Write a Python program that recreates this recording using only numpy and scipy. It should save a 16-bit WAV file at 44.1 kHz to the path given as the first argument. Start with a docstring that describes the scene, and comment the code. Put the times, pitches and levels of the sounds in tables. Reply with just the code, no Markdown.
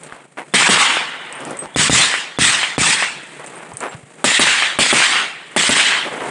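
"""A gravel bay ringed by earth banks and trees: twelve rifle shots, mostly in quick pairs, from three
stances. Each blast is a shock wave that reflects off nearby props, rumbles between the banks and rolls
back as scattered sound from stones and foliage. Between shots the shooter's steps grind the gravel and
spent brass cases ring on the stones, over a distant drone and rustling trees.
The microphone saturates on the shock fronts, and a limiter ducks the blasts."""
import sys
import numpy as np
from scipy import signal
from scipy.fft import rfft, irfft
from scipy.io import wavfile
from scipy.ndimage import uniform_filter1d

SR = 44100
rng = np.random.default_rng(int(sys.argv[2]) if len(sys.argv) > 2 else 0)


def unload_wav(signal):
    """Save mono or channel-first audio to the path in sys.argv[1] as 16-bit WAV at rate SR, clipped to [-1, 1]."""
    wavfile.write(
        sys.argv[1],
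        SR,
        np.round(np.clip(np.atleast_2d(signal).T, -1, 1) * 32767).astype(np.int16),
    )


N = 277830

# Each row: start in seconds, stance, blast gain in dB, echo gain in dB, echo body near 900 Hz in dB.
SHOTS = [(0.5386, "start", 8.5, 2, 2.5), (.6900, "start", 15, 4, 5), (1.7610, "left", 19, -2.5, 1.5),
         (1.8968, "left", 25, -1, 1), (2.3873, "left", 19, -0.5, 0.5), (2.7809, "left", 21.5, -1, 0.5),
         (4.2423, "right", 8.5, -0.5, -2), (4.3941, "right", 10.5, -1.5, 0),
         (4.7880, "right", 11, -0.5, -5), (4.9277, "right", 12, -1.5, 1), (5.5633, "right", 11, 0, -3.5),
         (5.692, "right", 13.5, -1, 0)]
# Each stance: positive phase in seconds, upper and lower cutoff in Hz, relative sizzle level in dB.
BLAST_SHAPE = {"start": (.0008, 2800, 165, -15), "left": (.0007, 5000, 65, -27),
               "right": (.0008, 1900, 200, -12)}
# Dull reflections off ground and props. 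Each row: stance, delay in seconds, gain in dB, cutoff in Hz.
BOUNCES = [("start", 0.00524, -1, 850), ("start", 0.0097, -6.5, 1900), ("left", 0.00393, -10.5, 2000),
           ("left", 0.0062, -0.88, 184), ("left", 0.032, -8.5, 220), ("right", .00331, -2.5, 1300),
           ("right", 0.00482, -5.5, 1200), ("right", 0.00818, -7.5, 980)]
# Slaps off barrels, props and the far bank. Each row: stance, delay in seconds, gain in dB, centre in Hz.
SLAPS = [("start", .0705, -1.5, 1800), ("start", .085, -2.7, 1500), ("start", 0.28, -11.5, 1150),
         ("left", .2435, -16, 1900), ("right", .0188, -1, 4300), ("right", 0.049, -.5, 2900),
         ("right", .075, -10.5, 1200), ("right", .229, -3.2, 2370)]
# Each stance: gain in dB, time to fall 60 dB in seconds.
THUMP_DECAY = {"start": (-17, 0.35), "left": (-25.5, 0.48), "right": (-14.5, 0.21)}
# A faint ping just before each shot, weakest in the right stance. 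Each stance: level in dB.
LEAD_PING_DB = {"start": -40, "left": -22, "right": -50}
# Each stance: round trip to the far bank in seconds.
BANK_DELAY_S = {"start": .206, "left": .243, "right": .229}
# Each stance: gain of the far bank's echo in dB, rise and decay times in seconds.
BANK_ECHO = {"start": (-12.5, 0.0079, 0.019), "left": (-11, 0.00042, 0.017), "right": (-8.5, 0.0016, 0.019)}
# Scattering by the gravel floor. Each stance: gain in dB, fall in dB per second.
FLOOR_ECHO = {"start": (-7, 100), "left": (-5, 79), "right": (-9.5, 89)}
# Swells from the side bank and the tree line. Each stance: round trip in seconds, gain in dB.
SIDE_ECHO = {"start": (0.14, -13.5), "left": (.14, -12), "right": (0.12, -14)}
TREE_ECHO = {"start": (.23, -20.5), "left": (0.23, -20), "right": (0.22, -14.5)}
# Each stance: gain of the woods' reverberation in dB.
WOODS_DB = {"start": -24.5, "left": -27.5, "right": -25.5}
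# Each stance: treble shelf of the rolling echo in dB.
ROLL_TREBLE_DB = {"start": -2, "left": 2.5, "right": -1}
# Absorption by air and leaves. Each row: frequency in Hz, extra decay in dB per second (negative lingers).
ABSORPTION = [(100, 14), (400, -20), (1000, -1.5), (3200, 6.5), (4800, 24.5), (9000, 43)]

# Noise spectra. Each row: frequency in Hz, relative spectral density in dB.
SIZZLE_SPECTRUM = [(200, -7), (1000, 2), (3000, -1), (6300, -24), (8600, -0.5), (10500, -10.5),
                   (12000, -67)]
THUMP_SPECTRUM = [(20, -51), (60, -22), (130, -2), (220, -3.5), (380, -11.5), (800, -14), (2000, -31)]
BANK_SPECTRUM = [(100, -42), (500, -13), (1000, -0.5), (1900, 10), (3200, 3.5), (5000, -45), (10000, -79)]
FOLIAGE_SPECTRUM = [(30, -52), (60, -23), (130, -32), (260, -14.5), (480, -17.5), (850, -6.5), (1450, -3),
                    (1900, 2.5), (2450, -0.5), (3250, 0.5), (4500, -6.5), (6000, -11), (8000, -7),
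                    (9400, -11), (10300, -30)]
AMBIENCE_SPECTRUM = [(25, -60), (60, -18), (100, -29), (145, 1), (200, -4.5), (500, -5.5), (1000, -12),
                     (2200, -12), (5500, -28), (8500, -15), (10800, -29), (12000, -66)]
# Stone spectra. Each row: multiple of the centre frequency, relative spectral density in dB.
GRAVEL_SPECTRUM = [(.08, -52), (.3, -6.5), (.6, -0.5), (1.2, -1.5), (2.8, -8), (6.5, -31), (11, -26),
                   (15, -32)]
KNOCK_SPECTRUM = [(.125, -11), (.65, -16.5), (1, 4), (1.43, -12), (4, -34), (8, -44)]

# Soles sliding. Each row: start in seconds, length in seconds, level in dB, centre in Hz.
SCUFFS = [(0.076, .14, -41, 1020), (0.371, 0.062, -27, 790), (1.394, 0.21, -31.5, 458),
          (1.467, 0.074, -28.5, 460), (1.619, 0.042, -28, 515), (3.39, 0.073, -34.5, 750),
          (3.519, 0.18, -37, 857), (3.806, 0.085, -23.5, 800), (3.912, 0.044, -36, 1170),
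          (4.182, 0.056, -42, 790), (6.048, 0.046, -26, 487), (6.104, 0.16, -26.5, 763),
          (6.203, 0.11, -27, 716)]
# Heels landing. Each row: start in seconds, level in dB.
HEELS = [(3.736, -27.5), (3.946, -23), (4.032, -31)]
# Shuffling. Each row: start in seconds, length in seconds, crunch level in dB, tick level in dB.
WALKS = [(0, 0.28, -48.5, -52), (1.281, 0.31, -38.5, -29.5), (3.451, 0.529, -44.5, -35),
         (3.951, .28, -73, -39)]
# Stones and cases colliding. Each row: start in seconds, level in dB, centre in Hz.
CLICKS = [(.0348, -26, 8600), (0.124, -24, 1480), (1.3255, -26, 8060), (1.451, -23, 8650),
          (1.5703, -25, 8200), (1.658, -21, 870), (3.463, -27, 8000), (3.471, -28, 8500),
          (3.718, -21.5, 917), (3.735, -29, 8500), (3.7702, -19, 8700), (3.805, -20.5, 8400),
          (6.207, -15.5, 980)]
# Spent brass ringing. Each row: start in seconds, level in dB, frequency in Hz.
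CASES = [(1.352, -33.5, 8720), (1.5897, -18.5, 8250), (3.555, -36, 8650), (3.8916, -35, 7650)]
# Background loudness. Each row: time in seconds, level in dB.
AMBIENCE_LEVELS = [(0, -40), (.33, -53.5), (.5, -44.5), (1.5, -43.5), (2.298, -47), (3.5, -39),
                   (4.1, -44.5), (5.398, -45), (6.3, -33.5)]


def rifle(ping_lead_s=0.0145, thump_db_per_blast_db=0.42):
    """Superposition: each shot is the sum of a faint leading ping, a blast, a thump and echoes."""
    out = np.zeros(N)
    for start, stance, blast_db, echo_db, body_db in SHOTS:
        add(out, start - ping_lead_s, amp(LEAD_PING_DB[stance]) * lead_ping())
        add(out, start, amp(blast_db) * blast(stance))
        add(out, start, amp(thump_db_per_blast_db * blast_db) * thump(stance))
        add(out, start + BANK_DELAY_S[stance], amp(echo_db) * far_bank(stance))
        add(out, start, amp(echo_db) * rolling_echo(stance, body_db))
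    return out


def blast(stance, slap_span=1.84, sizzle_decay_s=0.0073):
    """Shock wave: a pressure jump gives way to suction, and reflections repeat it as filtered copies."""
    push_s, top_hz, bottom_hz, sizzle_db = BLAST_SHAPE[stance]
    t = clock(0.5)
    shock = cut((1 - t / push_s) * np.exp(-t / push_s), bottom_hz, "high")
    out = cut(shock, top_hz, "low")
    # soft earth returns little treble, small surfaces little bass
    for place, delay, db, hz in BOUNCES:
        if place == stance:
            add(out, delay, amp(db) * cut(cut(shock, hz, "low"), 55, "high"))
    for place, delay, db, hz in SLAPS:
        if place == stance:
            add(out, delay, amp(db) * cut(cut(shock, hz * slap_span, "low"), hz / slap_span, "high"))
    sizzle = colour(rng.standard_normal(len(t)), SIZZLE_SPECTRUM)  # the overloaded microphone
    return out + amp(sizzle_db) * sizzle * np.exp(-t / sizzle_decay_s)


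def thump(stance, rise_s=0.003):
    """Reverberation: the blast's bass decays exponentially between the earth banks."""
    t = clock(0.65)
    bottom_hz = BLAST_SHAPE[stance][2]
    db, t60 = THUMP_DECAY[stance]
    rumble = cut(colour(rng.standard_normal(len(t)), THUMP_SPECTRUM), bottom_hz, "high")
    return rumble * (1 - np.exp(-t / rise_s)) * amp(db - 60 * t / t60)


def lead_ping(hz=3470, rise_s=0.0032):
    """Tone burst: a sinusoid swells and dies away, heard as a brief ping just before each shot."""
    t = clock(0.05)
    return np.sin(2 * np.pi * hz * t) * (t / rise_s) * np.exp(1 - t / rise_s)


def far_bank(stance):
    """Rough reflection: the far bank returns one clap, crisp when faced squarely, smeared when aslant."""
    db, rise_s, decay_s = BANK_ECHO[stance]
    t = clock(0.25)
    clap = colour(grains(len(t), uneven_db=4.0, clump_samples=40), BANK_SPECTRUM)
    return amp(db) * clap * (1 - np.exp(-t / rise_s)) * np.exp(-t / decay_s)


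def rolling_echo(stance, body_db, patchy_db=2.5, ripple_db=1.0, glints_per_s=60, glint_db=16):
    """Diffuse scattering: countless echoes off gravel and leaves merge, and absorption dulls them."""
    t = clock(2)
    # a few flat stones and trunks face the microphone and stand out as glints
    glints = amp(glint_db) * rng.choice([-1, 1], len(t)) * (rng.random(len(t)) < glints_per_s / SR)
    arrivals = unit(grains(len(t), uneven_db=0.5, clump_samples=50) + glints)
    hz, delay, bands = signal.stft(arrivals, SR, nperseg=512)
    tone_db = level_at(FOLIAGE_SPECTRUM, hz)
    tone_db += level_at([(3000, 0), (6000, ROLL_TREBLE_DB[stance])], hz)
    tone_db += level_at([(200, 0), (900, body_db), (2000, 0)], hz)
    # paths of nearly equal length interfere and ripple the spectrum
    tone_db += ripple_db * unit(uniform_filter1d(rng.standard_normal(len(hz)), size=2))
    patches = uniform_filter1d(rng.standard_normal(bands.shape), size=4, axis=0)  # across frequency
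    patches = unit(uniform_filter1d(patches, size=7, axis=1))  # across time
    loss_db = level_at(ABSORPTION, hz)[:, None] * (delay - 0.1537)  # relative to this delay in seconds
    bands = bands * unit(amp(tone_db))[:, None] * amp(patchy_db * patches - loss_db)
    scatter = signal.istft(bands, SR)[1][:len(t)]
    return scatter * echo_envelope(stance, t) * (1 - np.exp(-t / 0.0047))


def echo_envelope(stance, t, woods_fall_db_per_s=20.5):
    """Incoherent addition: the powers from gravel floor, side bank, tree line and woods sum."""
    floor_db, floor_fall_db_per_s = FLOOR_ECHO[stance]
    floor = amp(floor_db - floor_fall_db_per_s * t)
    side_bank = swell(t, *SIDE_ECHO[stance], sharpness=41)
    tree_line = swell(t, *TREE_ECHO[stance], sharpness=8.6)
    woods = amp(WOODS_DB[stance] - woods_fall_db_per_s * t)
    return np.linalg.norm([floor, side_bank, tree_line, woods], axis=0)


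def swell(t, round_trip_s, db, sharpness):
    """Path spread: a wide surface's echo builds up to its round-trip time and ebbs more slowly."""
    trips = t / round_trip_s
    return amp(db) * (trips * np.exp(1 - trips)) ** sharpness


def footwork(heel_hz=130):
    """Friction and impact: soles scuff through gravel, and heels push dully on the ground."""
    out, t = np.zeros(N), clock(0.5)
    for start, length, db, hz in SCUFFS:
        stroke = (1 - np.exp(-t / (0.05 * length))) * np.exp(-(t / length) ** 4)
        add(out, start, amp(db) * crunch(t, hz) * stroke)
    thud = np.sin(2 * np.pi * heel_hz * t) * (t / 0.0077) * np.exp(1 - t / 0.0046)
    for start, db in HEELS:
        add(out, start, amp(db) * thud)
    return out


def shuffling(ease_s=0.018, ticks_per_s=10, tick_spread_db=4.5):
    """Random impacts: loose stones tick over a soft crunch while the shooter moves."""
    out, t = np.zeros(N), clock(0.79)
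    for start, length, crunch_db, tick_db in WALKS:
        moving = np.clip(np.minimum(t, length - t) / ease_s, 0, 1)
        add(out, start, amp(crunch_db) * crunch(t, hz=794) * moving)
        hits = rng.random(len(t)) < ticks_per_s / SR
        strength = amp(tick_db + tick_spread_db * rng.standard_normal(len(t)))
        add(out, start, signal.fftconvolve(hits * strength * moving, click(hz=8900)))
    return out


def crunch(t, hz):
    """Granular friction: many stones grinding under a sole merge into uneven noise."""
    spectrum = [(ratio * hz, db) for ratio, db in GRAVEL_SPECTRUM]
    return colour(grains(len(t), uneven_db=3.5, clump_samples=60), spectrum)


def debris(case_t60_s=0.15, beat_hz=35):
    """Impact excitation: stones only click, while brass cases ring on at their natural frequencies."""
    out, t = np.zeros(N), clock(0.25)
    for start, db, hz in CLICKS:
        add(out, start, amp(db) * click(hz))
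    for start, db, hz in CASES:
        # a slightly oval case mouth splits its mode into a beating pair
        ring = np.sin(2 * np.pi * hz * t) + 0.24 * np.sin(2 * np.pi * (hz + beat_hz) * t)
        add(out, start, amp(db - 60 * t / case_t60_s) * ring * (1 - np.exp(-t / 0.00058)))
    return out


def click(hz, decay_s=0.0011, tail_db=-14, tail_s=0.018, top_hz=9500):
    """Hard collision: the brief contact of two stones gives a broadband tick with a faint tail."""
    t = clock(0.25)
    knock = colour(rng.standard_normal(len(t)), [(ratio * hz, db) for ratio, db in KNOCK_SPECTRUM])
    fade = np.exp(-t / decay_s) + amp(tail_db) * np.exp(-t / tail_s)
    return cut(knock * fade, top_hz, "low", order=10)


def ambience():
    """Background noise: a low distant drone and rustling trees share one continuous spectrum."""
    level_db = np.interp(np.arange(N) / SR, *np.transpose(AMBIENCE_LEVELS))
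    return amp(level_db) * colour(grains(N, uneven_db=3.0, clump_samples=500), AMBIENCE_SPECTRUM)


def grains(size, uneven_db, clump_samples):
    """Amplitude modulation: noise of wandering strength stands for dense, clumped arrivals."""
    clumps = unit(uniform_filter1d(rng.standard_normal(size), clump_samples))
    return unit(rng.standard_normal(size) * amp(uneven_db * clumps))


def colour(noise, spectrum):
    """Spectral shaping of a noise, at rms 1."""
    gain = amp(level_at(spectrum, np.fft.rfftfreq(len(noise), 1 / SR)))
    return unit(irfft(rfft(noise) * gain, len(noise)))


def cut(x, hz, kind, order=2):
    """Causal filtering, low-pass or high-pass."""
    return signal.sosfilt(signal.butter(order, min(hz, SR / 2 - 1), kind, fs=SR, output="sos"), x)


def level_at(spectrum, hz):
    """Interpolation on a logarithmic frequency axis."""
    frequencies, levels = np.transpose(spectrum)
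    return np.interp(np.log(hz + 1e-6), np.log(frequencies), levels)


def amp(db):
    """Conversion from decibels to amplitude ratio."""
    return 10 ** (np.asarray(db) / 20)


def unit(x):
    """Normalisation to rms 1."""
    return x / np.sqrt(np.mean(x ** 2) + 1e-20)


def clock(length_s):
    """Uniform sampling of time, in seconds."""
    return np.arange(int(length_s * SR)) / SR


def add(mix, start_s, sound):
    """Superposition of a delayed sound on a mix."""
    part = mix[max(round(start_s * SR), 0):][:len(sound)]
    part += sound[:len(part)]


def scene():
    """Superposition: the pressures of all sources add at one microphone."""
    return (rifle() + footwork() + shuffling() + debris() + ambience())[None]


def record(dry, overload=9.1, threshold_db=-1.33, release_db_per_s=330, attack_db_per_s=1200):
    """Saturation rounds the shock fronts, a look-ahead limiter ducks peaks, and filters bound the band."""
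    t = np.arange(N) / SR
    mic = overload * np.tanh(dry / overload)
    over_db = np.maximum(20 * np.log10(abs(mic[0]) + 1e-9) - threshold_db, 0)
    release_db = np.maximum.accumulate(over_db + release_db_per_s * t) - release_db_per_s * t
    attack_db = np.maximum.accumulate((over_db - attack_db_per_s * t)[::-1])[::-1] + attack_db_per_s * t
    duck_db = uniform_filter1d(np.maximum(release_db, attack_db), size=32)
    limited = cut(mic * amp(-duck_db), hz=38, kind="high")
    low_pass = signal.firwin(255, cutoff=11200, window=("kaiser", 7), fs=SR)
    return signal.oaconvolve(limited, low_pass[None], "same")


dry = scene()
out = record(dry)
unload_wav(out)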